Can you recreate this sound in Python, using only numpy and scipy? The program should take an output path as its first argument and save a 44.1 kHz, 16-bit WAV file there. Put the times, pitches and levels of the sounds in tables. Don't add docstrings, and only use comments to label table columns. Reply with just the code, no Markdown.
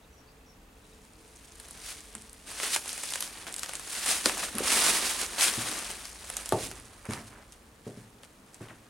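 import sys
import numpy as np
from scipy import signal
from scipy.io import wavfile
from scipy.ndimage import uniform_filter1d

SR = 44100
rng = np.random.default_rng(int(sys.argv[2]) if len(sys.argv) > 2 else 0)


def materialize(psi):
    bounded = np.clip(np.atleast_2d(psi).T, -1, 1)
    quanta = np.round(bounded * 32767).astype(np.int16)
    wavfile.write(sys.argv[1], SR, quanta)


N = 392049

# full_s, rise_s (per SWING_DB), hold_s, fall_s (per SWING_DB),
# crackle_db, crush_db (re crackle)
SWEEPS = [(1.868, 0.098, 0.032, 0.17, -41.5, -12.5), (2.482, 0.037, 0.14, 0.22, -43.5, -7),
          (2.646, 0.095, 0.027, 0.11, -32, -7.5), (2.742, 0.082, 0.0046, 0.05, -27.5, -24),
          (3.153, 0.052, .005, 0.099, -39, -21), (3.223, 0.03, 0.0038, 0.093, -37, -10),
          (3.411, 0.33, .005, 0.084, -47.5, -5), (3.474, 0.0084, 0.016, 0.056, -46, 3.5),
          (3.635, 0.27, 0.0065, 0.21, -44.5, -12), (3.742, 0.16, 0.0074, .24, -44, -8),
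          (3.946, 0.14, 0.041, 0.19, -35.5, -10.5), (4.096, 0.1, 0.0067, 0.16, -25, -10),
          (4.261, 0.041, 0.0032, 0.11, -28.5, -8), (4.393, 0.17, 0.059, 0.097, -35, -4.5),
          (4.588, 0.063, 0.0055, .3, -43, 0.5), (4.683, 0.081, 0.23, 0.39, -25, -9),
          (5.1, 0.1, 0.0079, 0.045, -29.5, -15), (5.2, 0.11, .005, 0.13, -33, -7.5),
          (5.387, 0.0088, .03, 0.028, -29.5, -8), (5.41, 0.018, 0.035, 0.052, -21.5, -18),
          (5.469, .02, 0.012, 0.042, -26.5, -8), (6.051, 0.068, 0.0044, 0.13, -48.5, -13),
          (6.647, 0.17, 0.0054, 0.055, -36.5, -13), (7.05, .01, 0.013, .03, -58, 11.5),
          (7.11, 0.033, 0.023, 0.16, -45, 2.5), (7.272, 0.022, 0.011, .04, -51, -15),
          (7.336, 0.072, 0.074, 0.12, -70, 14), (7.524, 0.0066, 0.0059, 0.035, -52.5, -15),
          (7.853, .02, 0.023, 0.195, -57.5, -2), (7.967, 0.009, 0.014, .15, -60.5, 0.5),
          (8.233, 0.0073, 0.023, 0.031, -58.5, -8), (8.546, 0.1, 0.0037, 0.17, -59.5, -6),
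          (8.607, .006, 0.011, 0.15, -56.5, 6), (8.689, 0.011, 0.034, 0.039, -65, 14)]
# time_s, crackle_db, crush_db (re crackle), left_right_db
RUSTLE = [(.7, -75, -7, 0), (.91, -63.5, -16, .1), (1.1, -65.5, -11, .1), (1.75, -53, -6, 0),
          (2.42, -59.5, -7, .1), (2.79, -47.5, -14, -0.2), (2.87, -42, -10, -0.5), (3.09, -40, -14, .4),
          (3.33, -54, 1, -.3), (4.45, -47.5, -12, 0.5), (4.7, -47.5, 11.5, -1.4), (5.25, -50, 3, -1.3),
          (5.5, -35, -7, 1), (5.74, -37.5, -3, 1.6), (6.15, -50.5, -6.5, 1), (6.36, -45, -4.5, -1.5),
          (6.56, -47.5, -4, -2), (6.87, -57.5, -1, -2.5), (7.75, -69, -5.5, 0), (8.89, -67.5, 1, -.3)]
# (per Hz, relative)
LEAF_SPECTRUM = [(88, -54.5), (150, 7), (249, 0.5), (448, 1), (494, -2), (601, 1.5), (2140, 1.5), (7770, 1),
                 (9440, 4), (15100, -19), (16000, -11)]
# frequency_hz, side_db (re mid)
LEAF_WIDTH = [(60, -26), (240, -21.5), (600, -13), (1900, -10), (5000, -8.5), (8500, -10), (11000, -16.5),
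              (15000, -37)]
# start_s (before a fixed 1.27 ms delay), level_db (before a 3 dB cut),
# pitch_hz, dull_db (early rms re the peak of the sharp part)
SNAPS = [(1.36, -35, 8130, -24), (1.5539, -38, 8720, -23), (1.5985, -26.5, 9300, -19.5),
         (1.6846, -30, 9100, -22), (1.708, -25, 9050, -26), (2.1503, -19.5, 8800, -20),
         (2.2194, -30, 9100, -28), (2.294, -33.5, 8630, -33), (2.3296, -29.5, 9800, -27),
         (2.5147, -27, 9340, -17), (2.5989, -22.5, 8860, -7.5), (2.6312, -18.5, 9610, -12.5),
         (2.7607, -11, 7900, -12.5), (2.8574, -26, 8710, -13), (2.878, -19, 8040, -32),
         (2.8912, -17.5, 4050, -34), (2.9287, -19, 8600, -25), (2.9768, -24.5, 8870, -12),
         (3.035, -17, 9080, -16.5), (3.1218, -17.5, 8520, -19.5), (3.1353, -14, 3870, -22),
         (3.1553, -16, 8200, -13.5), (3.2046, -13, 11200, -29), (3.2236, -15.5, 3730, -20),
         (3.4665, -28, 2840, -9.5), (3.5245, -21, 8650, -31), (3.54, -18.5, 8780, -40),
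         (3.562, -18, 9400, -32), (3.5813, -23, 8500, -25), (3.5922, -19, 9560, -33),
         (3.631, -16, 6450, -15), (3.6593, -24, 5150, -15), (3.692, -22, 8600, -13.5),
         (3.7338, -22, 9470, -14.5), (3.7522, -20, 7730, -33), (3.7948, -22.5, 8300, -18),
         (3.8736, -24.5, 8200, -18), (4.0594, -13, 8070, -19), (4.0896, -16, 9700, -18),
         (4.2568, -3.5, 4930, -15), (4.2941, -19.5, 9200, -5.5), (4.3778, -20, 8340, -23),
         (4.5514, -18.5, 9660, -24), (4.5825, -11.5, 10800, -21), (5.2126, -16, 3510, -18),
         (5.3808, -27, 8500, -4.5), (5.3968, -17, 7120, -16), (5.4211, -11, 6760, -12),
         (5.7129, -18, 4550, -18), (5.7884, -20, 8510, -27), (5.902, -25, 3260, -21),
         (6.053, -21.5, 5560, -21), (6.2994, -18, 9100, -17), (6.3668, -11.5, 7420, -30),
         (6.4577, -19, 7050, -23), (6.4901, -16.5, 9640, -32), (6.5216, -15.5, 4070, -15),
         (6.7131, -27, 2760, -12.5), (7.0527, -30, 8970, -16), (7.1064, -27, 7890, -13),
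         (7.133, -23, 4250, -9.5), (7.5217, -31, 7260, -33), (8.2324, -41.5, 3500, -5.5),
         (8.543, -33, 7700, -30), (8.6843, -46, 3290, -3)]
# frequency_hz, gain_db
CLICK_RESPONSE = [(200, 9.5), (6000, 2), (9500, 4), (11500, 1.5), (16000, -24)]
# start_s, peak_db, low_hz (leaves cushion the bass below),
# high_hz (the sole dulls above), ring_factor (times the decay time)
FOOTFALLS = [(2.15, -45, 170, 443, 1), (4.259, -20.5, 306, 580, 0.22), (4.546, -29, 180, 534, 0.89),
             (4.604, -22.5, 224, 635, 0.29), (5.575, -29, 94, 383, 0.68), (5.689, -40, 250, 654, 0.66),
             (6.522, -12.5, 323, 1150, 0.78), (6.53, -24, 89, 253, 0.4), (7.087, -26, 75, 520, 0.55),
             (7.178, -33, 80, 335, 0.24), (7.866, -29.5, 129, 624, .85), (7.973, -37, 113, 430, 0.45),
             (8.608, -34.5, 90, 620, 0.67), (8.70, -45, 90, 420, 0.65)]
# frequency_hz, level_db (relative),
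# t60_s (before ring_factor)
FLOOR_MODES = [(118.5, 1, 0.42), (150.4, -2, 0.51), (180, -6.5, 0.038), (222.6, 4.5, 0.15),
               (294.3, 3.5, 0.12), (374.5, 1.5, 0.123), (421.5, 2.5, 0.081), (520, -4, 0.2), (620, 2, 0.28),
               (669, -3, 0.11), (907, 1, 0.19), (1210, 14.5, 0.072)]
# frequency_hz, t60_s
WALL_DECAY = [(200, 1), (1000, 0.35), (4000, 0.022), (12000, 0.5)]
# start_s, length_s, start_hz, end_hz, level_db (before flutter and the gains in scene)
BIRDS = [(0.015, 0.043, 3800, 3770, -67), (0.122, 0.048, 6030, 5740, -69), (0.161, 0.058, 5700, 5630, -68),
         (0.206, 0.064, 3380, 3260, -84), (0.27, 0.046, 4540, 4800, -65), (0.39, 0.037, 3900, 3850, -91),
         (0.447, 0.095, 5700, 5450, -67), (0.808, .08, 3700, 3890, -69), (.915, 0.033, 3800, 3840, -67)]
# time_s, level_db (rms before swell), pitch_hz (before drift)
HUM = [(0, -72, 443.4), (2.2, -67.5, 441), (4, -86, 429.5), (8.89, -87, 433)]
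# time_s, level_db (rms)
TRAFFIC = [(0.0, -61.5), (2.13, -59), (2.84, -67), (4.41, -55.5), (6.14, -58.5), (6.64, -53.5), (8.89, -75)]
# (per Hz, relative)
AIR_SPECTRUM = [(12, -37), (20, 15.5), (53, -2.5), (120, -15.5), (301, -16), (388, -22.5), (434, -18.5),
                (542, -22), (1090, -26), (4670, -37.5), (5080, -38.5), (5680, -39.5), (6540, -38),
                (16000, -44.5)]
# frequency_hz, side_db (re mid)
AIR_WIDTH = [(60, -24), (150, -20), (380, -9.5), (950, -3.5), (2380, -2.5), (5980, -5), (15000, -26)]

SWING_DB = 20
CRACKLE_SPREAD_DB, TICK_SPREAD_DB = 1.8, 3.2
TUNNEL_S, GRIT_HZ, GRIT_DB = 6.9, 2420, 0.7
TICKS_PER_MS, TICK_DB, SWEEP_TICK_DB = .25, -12, -12.5
SPLINTER_DB = -20.5
PIP_START_S, PIP_END_S, PIPS_PER_S = .0093, 2.4, 25
PIP_DB, PIP_HZ, PIP_T60_S, PIP_WEAK_DB = -60, 2620, .025, -4
HUM_DRIFT_HZ, HUM_SWELL = 5, .5
AIR_DB = -58
EDGE_HZ = 15950


def gain_of(db):
    return 10 ** (np.asarray(db) / 20)


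def evened(x):
    return x / np.sqrt(np.mean(x[0] ** 2) + 1e-20)


def read(points, hz):
    f, value = np.transpose(points)
    return np.interp(np.log(hz + 1), np.log(f + 1), value)


def along(rows):
    s, *columns = np.transpose(rows)
    return [np.interp(np.arange(N) / SR, s, column) for column in columns]


def add(mix, s, sound):
    part = mix[..., round(s * SR):][..., :sound.shape[-1]]
    part += sound[..., :part.shape[-1]]


def colour(x, points, size=2048):
    db = np.maximum(read(points, abs(np.fft.fftfreq(size, 1 / SR))), -100)
    log_gain = np.log(gain_of(db))
    taps = np.fft.ifft(np.exp(np.conj(signal.hilbert(log_gain)))).real[:size // 2]
    taps = taps.reshape((1,) * (x.ndim - 1) + (-1,))
    return signal.oaconvolve(x, taps, axes=-1)[..., :x.shape[-1]]


def band(x, lo_hz, hi_hz):
    return signal.sosfilt(signal.butter(2, (lo_hz, hi_hz), "band", fs=SR, output="sos"), x)


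def ports(mid_side, width):
    side = colour(mid_side[1], width)
    return np.array([mid_side[0] + side, mid_side[0] - side])


def grains(per_ms, spread_db, lo_hz, hi_hz, cycles, count):
    chance = per_ms * 1000 / SR
    strength = gain_of(spread_db * np.minimum(rng.exponential(1, N), 5))
    size = strength * (rng.random(N) < chance) / np.sqrt(chance)
    kind = rng.integers(0, count, N)
    side = rng.choice([-1., 1.], N)
    out = np.zeros((2, N))
    for k, hz in enumerate(np.geomspace(lo_hz, hi_hz, count)):
        turns = np.arange(round(4 * cycles * SR / hz)) * hz / SR
        burst = hz * np.exp(-turns / cycles) * np.cos(2 * np.pi * turns)
        hits = size * (kind == k)
        out += signal.oaconvolve([hits, hits * side], burst[None], axes=1)[:, :N]
    return out


def sweeping():
    t = np.arange(N) / SR
    rustle_db, dull_db, _ = along(RUSTLE)
    crackle, crush = gain_of(2 * rustle_db), gain_of(2 * (rustle_db + dull_db))
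    for s, rise, hold, fall, db, crush_db in SWEEPS:
        away = np.maximum((s - t) / rise, 0) + np.maximum((t - s - hold) / fall, 0)
        power = gain_of(2 * (db - SWING_DB * np.minimum(away, 10)))
        crackle = crackle + power
        crush = crush + power * gain_of(2 * crush_db)
    return 10 * np.log10(crackle), 10 * np.log10(crush / crackle)


def leaves():
    crackle_db, crush_db = sweeping()
    clumps = evened(band(rng.standard_normal((2, N)), 3.34, 28.6))
    per_ms = 6.0 * gain_of(.45 * (crackle_db + 42.0))
    edges = grains(per_ms, CRACKLE_SPREAD_DB, 1650, 16700, cycles=0.4, count=8)
    crackle = evened(band(colour(edges, LEAF_SPECTRUM), 1370, 20400))
    whole = grains(1.2 + .4 * per_ms, 1.8, 226, 3800, cycles=0.93, count=8)
    crush = evened(band(colour(whole, LEAF_SPECTRUM), 217, 2470))
    grit = gain_of(GRIT_DB) * band(crush, 280, GRIT_HZ)
    crush = np.where(np.arange(N) < TUNNEL_S * SR, crush, grit)
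    crackle *= gain_of(1.34 * clumps[0])
    crush *= gain_of(crush_db + 1.36 * clumps[0] + 0.8 * clumps[1])
    return gain_of(crackle_db) * (crackle + crush)


def ticks():
    sparse = grains(TICKS_PER_MS, TICK_SPREAD_DB, 2420, 14500, cycles=2.3, count=12)
    sparse = evened(band(colour(sparse, LEAF_SPECTRUM), 1100, 11300))
    settling = gain_of(along(RUSTLE)[0] + TICK_DB)
    swept = gain_of(sweeping()[0] + SWEEP_TICK_DB)
    return (settling + swept) * sparse


def snaps():
    out, t = np.zeros((2, N)), np.arange(2500) / SR
    for s, db, hz, dull_db in SNAPS:
        noise = rng.standard_normal((2, 2, len(t)))
        click = noise[0] * gain_of(-60 * t / 0.012)
        click[:, 0] += [2.5, 1.2 * noise[1, 1, 0]]
        splinters = noise[1] * gain_of(SPLINTER_DB - 60 * t / 0.086)
        crack = click + splinters
        sharp = band(crack, 3100, 12400) + 1.2 * band(crack, 0.75 * hz, 1.18 * hz)
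        sharp = colour(sharp, CLICK_RESPONSE, size=256)
        dull = band(click + 2.3 * splinters, 500, 3370)
        sound = sharp / abs(sharp[0]).max() + gain_of(dull_db) * dull / dull[0, :300].std()
        add(out, s + 0.00127, gain_of(db) * sound / np.sqrt(2))
    return out


def footfalls():
    out, t = np.zeros(N), np.arange(16000) / SR
    for s, db, lo_hz, hi_hz, factor in FOOTFALLS:
        age = t / factor
        ring = np.zeros(len(t))
        for hz, mode_db, t60 in FLOOR_MODES:
            a, b = rng.standard_normal(2)
            decay = gain_of(mode_db + 0.99 * a - 60 * age / t60)
            ring += decay * np.sin(2 * np.pi * hz * (1 + 0.021 * b) * t)
        grit = band(rng.standard_normal(len(t)), 126, 1080)
        blow = ring / abs(ring).max() + 0.29 * grit / grit.std() * gain_of(-60 * age / 0.24)
        blow *= np.minimum(t / 0.00095, 1)
        blow = band(band(blow, lo_hz, hi_hz), 0.26 * lo_hz, 0.76 * hi_hz)
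        add(out, s, gain_of(db) * blow / abs(blow).max())
    return out


def walls(x):
    taps = np.zeros((2, SR // 2))
    slots = np.arange(200, SR // 2 - 20, 20)
    at = slots + rng.integers(0, 20, (2, len(slots)))
    np.put_along_axis(taps, at, rng.choice([-1., 1.], at.shape), 1)
    hz, t, z = signal.stft(taps, SR, nperseg=256)
    decay = gain_of(-60 * t / read(WALL_DECAY, hz)[:, None])
    tail = signal.istft(z * decay, SR, nperseg=256)[1]
    return signal.fftconvolve(x[None], tail / np.linalg.norm(tail[0]), axes=1)[:, :N]


def birds():
    out = np.zeros(N)
    for s, length, start_hz, end_hz, db in BIRDS:
        hz = np.linspace(start_hz, end_hz, round(length * SR))
        slow = uniform_filter1d(rng.standard_normal((1, len(hz))), size=90)
        flutter = 0.65 + evened(slow)[0]
        whistle = np.sin(2 * np.pi * np.cumsum(hz) / SR) * np.hanning(len(hz)) ** .5
        add(out, s, gain_of(db) * flutter * whistle)
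    return out


def pips():
    at = np.arange(PIP_START_S, PIP_END_S, 1 / PIPS_PER_S)
    train, t = np.zeros(N), np.arange(2000) / SR
    weak = np.arange(len(at)) % 2 == 0
    train[(at * SR).astype(int)] = gain_of(2.0 * rng.standard_normal(len(at)) + PIP_WEAK_DB * weak)
    ring = gain_of(PIP_DB - 60 * t / PIP_T60_S) * np.sin(2 * np.pi * PIP_HZ * t)
    return signal.oaconvolve(train, ring)[:N]


def hum():
    db, hz = along(HUM)
    drift, swell = evened(band(rng.standard_normal((2, N)), 1, 4.2))
    tone = np.sqrt(2) * np.sin(2 * np.pi * np.cumsum(hz + HUM_DRIFT_HZ * drift) / SR)
    return gain_of(db) * (1 + HUM_SWELL * swell) * tone


def traffic():
    low = band(band(rng.standard_normal((1, N)), 33.5, 71.0), 31, 160)
    return gain_of(along(TRAFFIC)[0]) * evened(low)[0]


def air():
    noise = band(rng.standard_normal((2, N)), 98, .48 * SR)
    wash = gain_of(AIR_DB) * evened(colour(noise, AIR_SPECTRUM, size=4096))
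    return ports(wash, AIR_WIDTH)


def scene():
    crunch = leaves() + ticks() + snaps()
    steps = footfalls()
    song = birds()
    balance = np.tanh(along(RUSTLE)[2] * np.log(10) / 40)
    lean = balance * crunch[0] * [[1], [-1]]
    echoes = walls(gain_of(-12.0) * crunch[0] + gain_of(-13.5) * steps)
    near = ports(crunch + echoes, LEAF_WIDTH) + lean + steps
    far_song = song * gain_of([[2.5], [.6]]) + gain_of(7.0) * walls(song)
    return near + far_song + pips() + hum() + traffic() + air()


def record(dry):
    return signal.oaconvolve(dry, signal.firwin(511, EDGE_HZ, window=("kaiser", 9), fs=SR)[None], "same")


dry = scene()
out = record(dry)
materialize(out)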